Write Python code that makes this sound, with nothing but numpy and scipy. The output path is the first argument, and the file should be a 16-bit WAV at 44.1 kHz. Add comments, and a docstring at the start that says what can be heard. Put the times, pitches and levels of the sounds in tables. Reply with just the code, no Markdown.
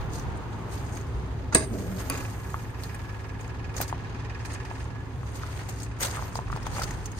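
"""Distant road rumble, a nearby diesel's hum and gravel underfoot come first, heard by a phone's two ports.
Close by, a hand opens a parked truck's steel locker: the latch snaps, the panel groans, the stay clicks home.
The phone's holder then walks off over gravel, stones crunching and clacking underfoot.
Road, wind and gravel are shaped noise; the diesel is wavering tones and noise rattled once a stroke.
The door is struck decaying modes, noisy cracks and a sinking moan."""
import sys
import numpy as np
from scipy import signal
from scipy.fft import rfft, irfft, next_fast_len
from scipy.io import wavfile
from scipy.ndimage import uniform_filter1d

SR = 44100
rng = np.random.default_rng(int(sys.argv[2]) if len(sys.argv) > 2 else 0)


def store_wav(level_fs):
    """Save 16-bit WAV to argv[1]."""
    pcm = np.round(np.clip(np.atleast_2d(level_fs), -1, 1) * 32767)
    wavfile.write(sys.argv[1], SR, pcm.T.astype(np.int16))


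N = 317074

# Surroundings as the phone moves: (time [s], rumble [dB], road roar [dB], wind on the ports [dB])
SURROUNDINGS = [(0.0, -41.5, -39, -33.5), (0.3, -42.5, -39, -39), (1.2, -37.5, -43, -64),
                (1.8, -37, -48.5, -45), (2.1, -38.5, -42, -48), (2.5, -42.5, -43.5, -56),
                (3.6, -39.5, -44, -52), (4.7, -40.5, -43.5, -53), (5.2, -40, -45.5, -63),
                (5.95, -41, -44.5, -65), (6.2, -42.5, -40.5, -43), (6.45, -38, -44.5, -44),
                (6.8, -42.5, -39, -38.5), (7.19, -44, -44.5, -47)]
# Spectrum of the far road's rumble: (frequency [Hz], relative density [dB])
RUMBLE_SPECTRUM = [(13, -38.5), (22, -16), (80, 5), (107, -4.5), (129, 3), (210, -21.5), (268, -5.5),
                   (329, -21.5), (400, -13), (520, -19), (880, -120)]
# Spectrum of the far road's roar: (frequency [Hz], relative density [dB])
ROAR_SPECTRUM = [(88, 0), (150, 2.5), (235, -7.5), (382, -9), (587, -18.5), (883, -11.5), (1750, -23.5),
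                 (2390, -30), (5630, -40.5), (6840, -41.5), (9340, -58), (10700, -59), (13800, -61.5),
                 (15800, -100)]
# Stereo width of the sound: (frequency [Hz], side minus mid [dB])
STEREO_WIDTH = [(60, -15.5), (110, -14), (200, -10.5), (380, -8), (700, -4), (1290, -3.5), (2380, 1),
                (4400, -0.5), (9000, 1.5), (12500, -10)]
# Diesel hum lines: (frequency [Hz], level [dB], frequency waver [Hz])
HUM_LINES = [(39.8, -61, 2.1), (53.8, -45.5, 2.2), (66.3, -41.5, 2.16), (80.4, -46.5, 3.95),
             (106.5, -37, 2.04), (119.1, -50, 2.7), (377, -54.5, 6)]
# Nearby engine, screened by the truck at first: (time [s], clatter level [dB], whine level [dB])
ENGINE_LEVELS = [(0, -69, -94), (1.7, -68, -65), (2.2, -58.5, -52.5), (3, -53.5, -51.5), (4, -53.5, -53.5),
                 (4.6, -49, -54), (5, -58.5, -52.5), (5.3, -65.5, -90.5), (5.8, -58, -85),
                 (7.19, -57.5, -69)]
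# Engine block resonances: (frequency [Hz], width [Hz], relative level [dB])
BLOCK_MODES = [(980, 580, 15), (1668, 244, 15.5), (1830, 220, 15.5), (2114, 220, 14.5), (2397, 140, 15.5),
               (4370, 1800, 2)]
# Spectrum of the grains underfoot: (frequency [Hz], relative density [dB])
GRAVEL_SPECTRUM = [(300, 8), (600, 7.5), (1300, 6.5), (2500, -11), (3700, -11.5), (6000, -10.5),
                   (9500, -13), (10500, -22.5)]
# Single pebbles snapping: (time [s], strength [dB], centre frequency [Hz])
PEBBLE_SNAPS = [(0.1334, -32.5, 6490), (0.195, -30.5, 5870), (.951, -36, 6800), (0.97, -32, 6370),
                (1.011, -36, 6500), (2.174, -27, 7000), (2.8346, -24, 4400), (2.946, -32, 9000),
                (3.4092, -34.5, 6890), (3.477, -41, 6700), (3.7652, -22.5, 6400), (3.7784, -36, 6680),
                (3.813, -14, 13600), (3.8786, -30, 4990), (3.896, -35, 4900), (4.4505, -29.5, 4500),
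                (4.5331, -31.5, 8600), (4.651, -34, 5080), (5.692, -26.5, 7060), (5.8003, -29, 5200),
                (5.8311, -26.5, 7400), (5.9873, -40, 6130), (6.0067, -21, 6060), (6.022, -21, 2080),
                (6.0277, -16, 8190), (6.025, -21, 3960), (6.031, -19, 3480), (6.039, -26, 4300),
                (6.046, -23, 3840), (6.054, -31, 3600), (6.068, -29, 4000), (6.112, -35, 8200),
                (6.0497, -18, 8080), (6.058, -22, 6100), (6.16, -26, 8100), (6.354, -23, 4970),
                (6.517, -31, 5230), (6.5615, -30.5, 4950), (6.628, -32, 5300), (6.665, -26, 6140),
                (6.7337, -32, 4420), (6.7482, -28, 4450), (6.797, -25, 4900), (6.8196, -21, 5200),
                (6.8334, -20, 5200), (6.84, -27, 6200), (6.9076, -27.5, 6690), (7.0573, -23.5, 6300),
                (7.117, -32.5, 6640)]
# Larger stones clacking: (time [s], strength [dB], pitch [Hz], left minus right [dB])
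STONE_CLACKS = [(2.543, -19, 1130, 0), (3.803, -19.5, 715, 3), (3.813, -25.5, 1510, 1),
                (3.927, -19, 913, 4), (4.713, -26.5, 900, -4.5), (5.232, -32.5, 1110, 3),
                (5.435, -25.5, 1300, 2), (6.129, -36, 1800, 2), (6.171, -25, 1245, 2.0),
                (6.181, -32.5, 1160, -4), (6.193, -28.5, 1080, -1), (6.224, -25.5, 950, -2),
                (6.356, -21.5, 925, 1), (6.39, -20, 893, 0), (6.482, -33, 1160, 5),
                (6.501, -26.5, 1145, -1), (6.528, -22.5, 1225, 5), (6.562, -25.5, 950, 2),
                (6.574, -27, 820, 1), (6.668, -23, 994, 4), (6.767, -25, 1160, 0), (6.783, -25.5, 980, -2),
                (6.794, -22, 750, -2), (6.8177, -20.5, 1316, 1), (6.908, -31.5, 1890, 3)]
# Modes of a clacking stone: (multiple of its pitch, relative level [dB], t60 [s])
STONE_MODES = [(1.001, 0.4, 0.016), (1.124, -22.5, 0.17), (0.81, -19, 0.089)]
# Crunches under a sole: (time of peak [s], level [dB], swell [s], fade [s],
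# coarse stones relative to grit [dB], dust relative to grit [dB])
SOLE_CRUNCHES = [(0.142, -44, 0.063, 0.18, -20, -10), (0.534, -61, .04, .03, 11, -14),
                 (0.734, -49.5, 0.091, 0.37, 4.5, -6), (0.976, -48.5, 0.23, 0.072, 1.5, -11),
                 (1.804, -50.5, 0.17, 0.084, 3.5, -8), (2.006, -43, 0.051, 0.049, 3.5, -5),
                 (2.14, -48, .07, 0.75, 3.5, -6), (2.83, -48.5, 0.11, 0.2, -13, -6),
                 (3.41, -56.5, 0.056, 0.19, 4, -10), (3.781, -39.5, 0.052, 0.037, 2.5, -7),
                 (3.819, -32.5, 0.034, 0.046, -3.5, -6), (3.89, -48.5, .09, 0.088, -3, -8),
                 (4.46, -40, 0.018, 0.027, -6, -16), (4.54, -43, 0.14, 0.047, -0.5, -19),
                 (4.82, -58.5, 1, 0.18, 6, -13), (5.29, -54.5, 0.094, 0.034, 7, -17),
                 (5.357, -48, 0.034, 0.13, 3, -5), (5.61, -53, 0.97, 0.11, 8, -8),
                 (5.69, -41.5, 0.011, 0.062, 2.5, -7), (5.84, -48.5, 0.51, 0.093, -14, -12),
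                 (6.008, -33, 0.018, 0.16, -1.5, -2), (6.031, -36.5, 0.037, 0.32, -2, -15),
                 (6.15, -52, 0.12, 0.26, 11.5, -12), (6.27, -52.5, 0.33, 0.096, -1, 0),
                 (6.36, -47, 0.061, 0.1, -13, -9), (6.53, -55.5, 0.13, 0.83, 6.5, -20),
                 (6.67, -49, 0.033, 0.021, 14.5, -15), (6.77, -41, 0.12, 0.24, 1, -11),
                 (6.84, -41.5, 0.21, 0.027, 2.5, -11), (6.88, -50, 0.045, 0.61, 3, -12),
                 (7.06, -46.5, .03, 0.025, -5, -11), (7.19, -47, 0.096, 0.09, -4, -17)]
# Faint rustle beneath the crunches: (time [s], grit [dB], coarse stones [dB], dust [dB])
RUSTLE_LEVELS = [(0, -66, -43.5, -65), (0.1, -67.5, -70, -72), (1.0, -60, -54.5, -71), (1.5, -73, -55, -74),
                 (1.75, -56, -53, -59), (2.08, -51.5, -48, -51.5), (2.3, -61, -63, -61),
                 (2.6, -54.5, -54, -58.5), (2.74, -66.5, -58, -69), (2.9, -61, -52, -62),
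                 (3.35, -66.5, -58, -73.5), (4.1, -75, -52.5, -76.5), (5.2, -71.5, -61.5, -76.5),
                 (5.5, -63.5, -55, -64), (5.95, -65, -55.5, -90), (6.4, -61, -53.5, -74),
                 (7.19, -75, -71, -80)]
# Balance of the noisy gravel at the ports: (time [s], left minus right [dB])
GRAVEL_BALANCE = [(0.0, -0.5), (1.2, -0.5), (2.3, -1.5), (3.5, 0), (5.85, 1), (7.19, 0.5)]
# Times at which the handle takes up its slack: [s]
PADDLE_TIMES = (1.524, 1.5275, 1.531)
# Handle modes: (frequency [Hz], level [dB], t60 [s])
PADDLE_MODES = [(960, -23, 0.02), (1350, -22.5, 0.02), (1900, -32, 0.02), (6300, -40, 0.02)]
# Latch blows: (time [s], strength [dB], treble strength [dB])
LATCH_STRIKES = [(1.543, -34, -27), (1.5474, -27, -3), (1.5494, -22, -3), (1.5516, -14.5, -18),
                 (1.557, -31, -21), (1.573, -37, -30), (1.583, -36, -34), (1.605, -31, -34),
                 (1.613, -34, -38), (1.624, -32, -38)]
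# Latch and door skin modes: (frequency [Hz], relative level [dB], t60 [s])
LATCH_MODES = [(175, -3, 0.04), (238, 3, .04), (303, 3, 0.04), (385, -16, 0.15), (440, -5, .04),
               (646, -8, 0.15), (914, -11.5, 0.031), (1140, -12, 0.036), (1675, -1, .03),
               (2070, -17.5, 0.032), (2610, -16, 0.04), (3900, -14, 0.015), (4800, -6, .025),
               (4950, -21, .1), (6100, -22, 0.12), (6700, -5, .025), (7970, -17, .12), (8335, -10, .1),
               (8404, -8, .09), (8400, 14.5, .011), (8684, -13, .1), (8985, -17, .12), (14450, -21.5, .06)]
# The stay clicks home and rattles: (time [s], strength [dB], treble strength [dB])
STAY_STRIKES = [(2.0991, -25.5, -23), (2.109, -28.5, -44), (2.121, -30, -54), (2.15, -30.5, -52),
                (2.1763, -34, -56), (2.205, -33, -54), (2.25, -32.5, -58)]
# Stay modes: (frequency [Hz], relative level [dB], t60 [s])
STAY_MODES = [(265.6, -7.5, 0.14), (1124, -10.5, 0.14), (1324, -10.5, 0.058), (540, -10.5, 0.16),
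              (1530, -9, 0.04), (1970, -9.5, 0.035), (2440, -7, 0.043), (2670, -11, .03),
              (4780, -5.5, 0.024), (6340, -13, 0.033), (9400, 5, 0.0099), (10470, 14.5, 0.0075),
              (13400, 2, .01)]
# Door skin flexing as it swings: (time [s], lowest mode [dB], lowest mode [Hz], higher modes [dB])
DOOR_SWING = [(1.6, -58, 235, -50), (1.69, -44, 240, -40), (1.72, -33, 235, -39), (1.75, -42, 215, -37),
              (1.79, -35, 200, -38), (1.86, -36, 182, -42), (1.925, -34.5, 182, -44), (1.96, -37, 182, -43),
              (2.02, -50, 180, -48), (2.11, -50, 180, -46), (2.28, -62, 180, -62)]
# Higher door skin modes: (frequency [Hz], width [Hz], relative level [dB])
SKIN_MODES = [(225, 50, -1), (285, 55, -1), (390, 75, 0), (480, 60, -2), (600, 130, -3)]
# Soft thumps, a hand on the door and a heel on the ground, before smoothing:
# (time [s], frequency [Hz], level [dB], t60 [s], rise [s])
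SOFT_THUMPS = [(1.145, 62.7, -19.5, 0.4, 0.0087), (6.542, 141, -17.5, 0.055, 0.0017)]
# Port resonances of the phone's microphones: (frequency [Hz], gain [dB])
PORT_RESPONSE = [(3500, 0.5), (4900, -1), (5600, -5), (6500, 2), (7500, -4.5), (8400, 0), (9800, -2),
                 (10900, -9), (12500, -3.5)]

STROKE_HZ, FIRST_STROKE_S = 20.0, 0.042  # engine strokes
SLOWER_FROM_S, SLOWER_BY_HZ = 3.9, 0.2  # strokes come slightly slower from here on
WHINE_HZ = 1685
TICK_HZ, TICK_WIDTH_HZ, TICK_DB, TICK_S = 5050, 700, -15.5, 0.005  # a small part; dB relative to rattle
SWELL_DB = 30  # change in level over one swell or fade time of a crunch
STAY_CRACK_DB = -24
TOP_HZ = 15800  # the treble is cut above this


def undb(db):
    """Amplitude from decibels."""
    return 10 ** (np.asarray(db) / 20)


def unit(x):
    """Scale to rms 1."""
    return x / np.sqrt(np.mean(x ** 2))


def curves(rows):
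    """Columns of a time table, interpolated to one value per sample."""
    times, *columns = np.transpose(rows)
    return [np.interp(np.arange(N) / SR, times, column) for column in columns]


def held(rows):
    """The last column, gliding in a straight line from event to event."""
    return curves([(row[0], row[-1]) for row in rows])[0]


def colour(x, points, turn=1):
    """Weight a sound by a (frequency [Hz], level [dB]) spectrum and turn its phase."""
    hz, db = np.transpose(points)
    size = next_fast_len(N)
    log_hz = np.log(np.fft.rfftfreq(size, 1 / SR) + 1)
    gain = undb(np.interp(log_hz, np.log(hz), db))
    return irfft(rfft(x, size) * gain * turn, size)[..., :N]


def band(x, hz, width):
    """Resonance with gain 1 at the centre."""
    return signal.lfilter(*signal.iirpeak(hz, hz / width, fs=SR), x)


def walk(rate):
    """Random levels held 1 / rate s and smoothed twice; rms 1."""
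    hold = int(SR / rate)
    steps = np.repeat(rng.standard_normal(N // hold + 1), hold)
    return unit(uniform_filter1d(uniform_filter1d(steps, hold), hold)[:N])


def wide(mid, other, pan_db=0):
    """Left and right from a mid sound and a second one that enters them with opposite sign."""
    side = colour(other, STEREO_WIDTH)
    return np.array([(mid + side) * undb(pan_db / 2), (mid - side) * undb(-pan_db / 2)])


def near(x, pan_db=0):
    """A close source reaches the two ports slightly out of step: a quarter-cycle turned side copy enters them
    with opposite sign."""
    return wide(x, colour(x, [(1, 0), (SR, 0)], turn=1j), pan_db)


def ring(start_s, modes, rise=0.00017):
    """Decaying sines (frequency [Hz], level [dB], t60 [s]) struck once."""
    out, first = np.zeros(N), int(start_s * SR)
    for hz, db, t60 in modes:
        t = np.arange(min(N - first, int(t60 * SR))) / SR
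        envelope = undb(db - 60 * t / t60) * (1 - np.exp(-t / rise))
        out[first:first + len(t)] += envelope * np.sin(2 * np.pi * hz * t)
    return out


def burst(start_s, db, t60):
    """Envelope of a crack: quick rise, exponential tail, at most a quarter second."""
    out, first = np.zeros(N), int(start_s * SR)
    t = np.arange(min(N - first, SR // 4)) / SR
    out[first:first + len(t)] = undb(db - 60 * t / t60) * (1 - np.exp(-t / 0.0004))
    return out


def grains(rate, spread_db, tail_s, floor):
    """Envelope of random little impacts over a steady rub; rms 1."""
    hits = (rng.random(N) < rate / SR) * undb(spread_db * rng.exponential(size=N))
    decaying = signal.lfilter([1], [1, -np.exp(-1 / (tail_s * SR))], hits)
    return unit(unit(decaying) + floor)


def road():
    """Far traffic, low rumble and flickering roar bands, with light wind unrelated at the two ports."""
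    rumble_db, roar_db, wind_db = curves(SURROUNDINGS)
    rumble = unit(colour(rng.standard_normal((2, N)), RUMBLE_SPECTRUM)) * undb(rumble_db)
    hiss = colour(rng.standard_normal((2, N)), ROAR_SPECTRUM)
    roar = 0
    for hz in 200 * 2.0 ** np.arange(7):
        roar = roar + band(hiss, hz, hz * 1.66) * undb(0.74 * walk(11.0))
    wind_spectrum = [(22, -39.0), (36, 9), (50, 14.5), (80, -8.5), (200, -48.0)]
    wind = unit(colour(rng.standard_normal((2, N)), wind_spectrum))
    traffic = rumble + unit(roar) * undb(roar_db)
    return wide(*traffic, -0.46) + wind * undb(wind_db)


def diesel():
    """Nearby engine: wavering hum lines, a gear whine, and block resonances rattled once a stroke."""
    t = np.arange(N) / SR
    clatter_db, whine_db = curves(ENGINE_LEVELS)
    hum = 0
    for hz, db, waver_hz in HUM_LINES:
        level = undb(db + 0.38 * walk(6.5))
        hum = hum + level * np.sin(2 * np.pi * np.cumsum(hz + waver_hz * walk(5.6)) / SR)
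    strokes = (t - FIRST_STROKE_S) * STROKE_HZ - SLOWER_BY_HZ * np.maximum(t - SLOWER_FROM_S, 0)
    strokes = strokes + 0.006 * walk(2)
    phase = strokes % 1
    # every stroke has its own strength
    strength = undb(0.9 * rng.standard_normal(N // 1000))[np.floor(strokes).astype(int) + 1]
    gate = strength * (1 - np.exp(-phase / 0.04)) * np.exp(-phase / 0.3)
    whine_level = undb(whine_db + 2.5 * walk(19)) * (0.45 + gate)
    whine = whine_level * np.sin(2 * np.pi * np.cumsum(WHINE_HZ + 12 * walk(15)) / SR)
    # the same parts knock in the same order every stroke, with some fresh scatter
    knocks = rng.standard_normal((2, SR))[:, (phase * SR / STROKE_HZ).astype(int)]
    excitation = gate * (knocks + 0.98 * rng.standard_normal((2, N)))
    rattle = 0
    for hz, width, db in BLOCK_MODES:
        rattle = rattle + undb(db) * band(band(excitation, hz, 1.5 * width), hz, 1.5 * width)
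    tick = strength ** 3 * np.exp(-phase / STROKE_HZ / TICK_S) * knocks
    tick = unit(band(band(tick, TICK_HZ, TICK_WIDTH_HZ), TICK_HZ, TICK_WIDTH_HZ))
    clatter = (unit(rattle) + undb(TICK_DB) * tick) * undb(clatter_db)
    # a shifted copy of the hum as side sound makes the two channels differ
    side_hum = undb(0.5) * np.roll(hum, SR // 3)
    return wide(hum, side_hum, -0.47) + near(whine, -1.44) + wide(*clatter, -3.5)


def underfoot():
    """Envelopes of grit, coarse stones and dust: crunches swell and fade over the rustle, powers adding."""
    t = np.arange(N) / SR
    power = undb(curves(RUSTLE_LEVELS)) ** 2
    for peak_s, db, swell_s, fade_s, coarse_db, dust_db in SOLE_CRUNCHES:
        away = np.where(t < peak_s, (peak_s - t) / abs(swell_s), (t - peak_s) / abs(fade_s))
        shape = undb(db - SWELL_DB * away)
        power = power + (shape * undb([[0], [coarse_db], [dust_db]])) ** 2
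    return np.sqrt(power)


def gravel():
    """Close underfoot: dense noise grains, lone snapping pebbles and stones ringing as they clack."""
    grit_env, coarse_env, dust_env = underfoot()
    grit = colour(rng.standard_normal((2, N)), GRAVEL_SPECTRUM)
    coarse, fine = 0, 0
    # stones of each size knock in their own band at their own moments
    for hz in (609, 959, 1438, 2300, 2834, 4030):
        stones = band(band(grit, hz, hz * 0.91), hz, hz * 1.2)
        coarse = coarse + stones * grains(300, 0.79, 0.0045, 0.59) * undb(-6 * (hz < 2000))
    for hz in (5000, 6500, 8400):
        fine = fine + band(band(grit, hz, hz * 0.68), hz, hz * 0.68) * grains(500, 4.3, 0.006, 0.47)
    dust_spectrum = [(9000, -41.0), (10500, -0.5), (14500, 0.5), (16000, -30.5)]
    dust = colour(rng.standard_normal((2, N)), dust_spectrum)
    bed = unit(fine) * grit_env + unit(coarse) * coarse_env + unit(dust) * dust_env
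    bed = bed * grains(800, 2.7, 0.00089, 2.7)
    white, snaps = rng.standard_normal((2, N)), np.zeros((2, N))
    for s, db, hz in PEBBLE_SNAPS:
        part = slice(int(s * SR), int(s * SR) + SR // 4)
        crack = white[:, part] * burst(s, db, 0.043)[part]
        snaps[:, part] += band(crack, hz, 0.12 * hz) + undb(-16) * crack
    # each pebble also pings briefly
    pings = sum(ring(s, [(hz, db - 23.0, 0.016)]) for s, db, hz in PEBBLE_SNAPS)
    # a dead stone rings for a few cycles; two fainter modes last longer
    clacks = 0
    for s, db, pitch, _ in STONE_CLACKS:
        clacks = clacks + ring(s, [(k * pitch, db + gain, t60) for k, gain, t60 in STONE_MODES])
    # the contact itself is a short, broad scrape
    scrape_env = sum(burst(s, db - 13.5, 0.025) for s, db, _, _ in STONE_CLACKS)
    scrape = band(band(white, 1600, 2400), 1600, 2400) * scrape_env
    noisy = wide(*(bed + snaps + scrape), curves(GRAVEL_BALANCE)[0])
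    return noisy + near(clacks + pings, held(STONE_CLACKS))


def groaning_skin():
    """The swinging door skin flexes: its lowest mode sinks as it slackens while higher ones rumble."""
    push = rng.standard_normal(N)
    moan_db, lowest_hz, rumble_db = curves(DOOR_SWING)
    moan_level = undb(moan_db + 2.5 * walk(35))
    moan = moan_level * np.sin(2 * np.pi * np.cumsum(lowest_hz + 9 * walk(40)) / SR)
    rumble = sum(undb(db) * unit(band(band(push, hz, w), hz, w)) for hz, w, db in SKIN_MODES)
    return moan + unit(rumble) * undb(rumble_db)


def door():
    """Close steel door: handle, latch and stay ring their modes with noisy cracks; the skin groans."""
    modes = sum(ring(s, PADDLE_MODES, rise=0.002) for s in PADDLE_TIMES)
    tail = sum(burst(s, -42, 0.1) for s in PADDLE_TIMES)
    crack, jangle = 0, 0
    for s, db, treble_db in LATCH_STRIKES:
        # a harder contact drives the small parts above 3 kHz
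        lift_db = treble_db - db - 13.0
        struck = [(hz, db + gain + (hz > 3000) * lift_db, t60) for hz, gain, t60 in LATCH_MODES]
        modes = modes + ring(s, struck, rise=0.001)
        crack = crack + burst(s, treble_db - 6.0, 0.0056)
        tail = tail + burst(s, db - 12.5, 0.16)
        jangle = jangle + burst(s, treble_db - 31.0, 0.27)
    stay_s = STAY_STRIKES[0][0]
    crack = crack + burst(stay_s, STAY_CRACK_DB, 0.013)
    tail = tail + burst(stay_s, STAY_CRACK_DB - 14, 0.57)
    stay = 0
    for s, db, treble_db in STAY_STRIKES:
        struck = [(hz, gain + (treble_db if hz > 3000 else db), t60) for hz, gain, t60 in STAY_MODES]
        stay = stay + ring(s, struck)
    white = rng.standard_normal((2, N))
    body_spectrum = [(120, -16), (300, 13.5), (1500, 2.5), (3000, -5.0), (7000, -8.5), (15000, -13.5)]
    body = unit(colour(white, body_spectrum))
    # the rattle sounds through the same resonances as the blows
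    body = unit(sum(band(body, hz, 0.11 * hz) for hz, _, _ in LATCH_MODES if hz < 7000))
    # loose springs and plates buzz as a dense cluster near 8.6 kHz
    buzz = unit(band(band(white, 8600, 1000), 8600, 1000)) * grains(230, 3.1, 0.004, 0.94)
    groan = groaning_skin()
    thump = sum(ring(s, [(hz, db, t60)], rise) for s, hz, db, t60, rise in SOFT_THUMPS)
    thump = uniform_filter1d(thump, size=100)
    noisy = white * crack + body * tail * grains(400, 2.0, 0.005, 1.2) + buzz * jangle
    return near(modes, -2.5) + near(stay, -0.54) + wide(*noisy, -2.3) + near(groan + thump)


def scene():
    """Everything that reaches the phone, from the far road to the close door."""
    return road() + diesel() + gravel() + door()


def record(dry):
    """The phone's ports colour the treble, peaks are softly rounded and the top is cut."""
    rounded = np.tanh(0.6 * colour(dry, PORT_RESPONSE)) / 0.6
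    return signal.sosfilt(signal.ellip(10, 0.2, 70, TOP_HZ, fs=SR, output="sos"), rounded)


dry = scene()
out = record(dry)
store_wav(out)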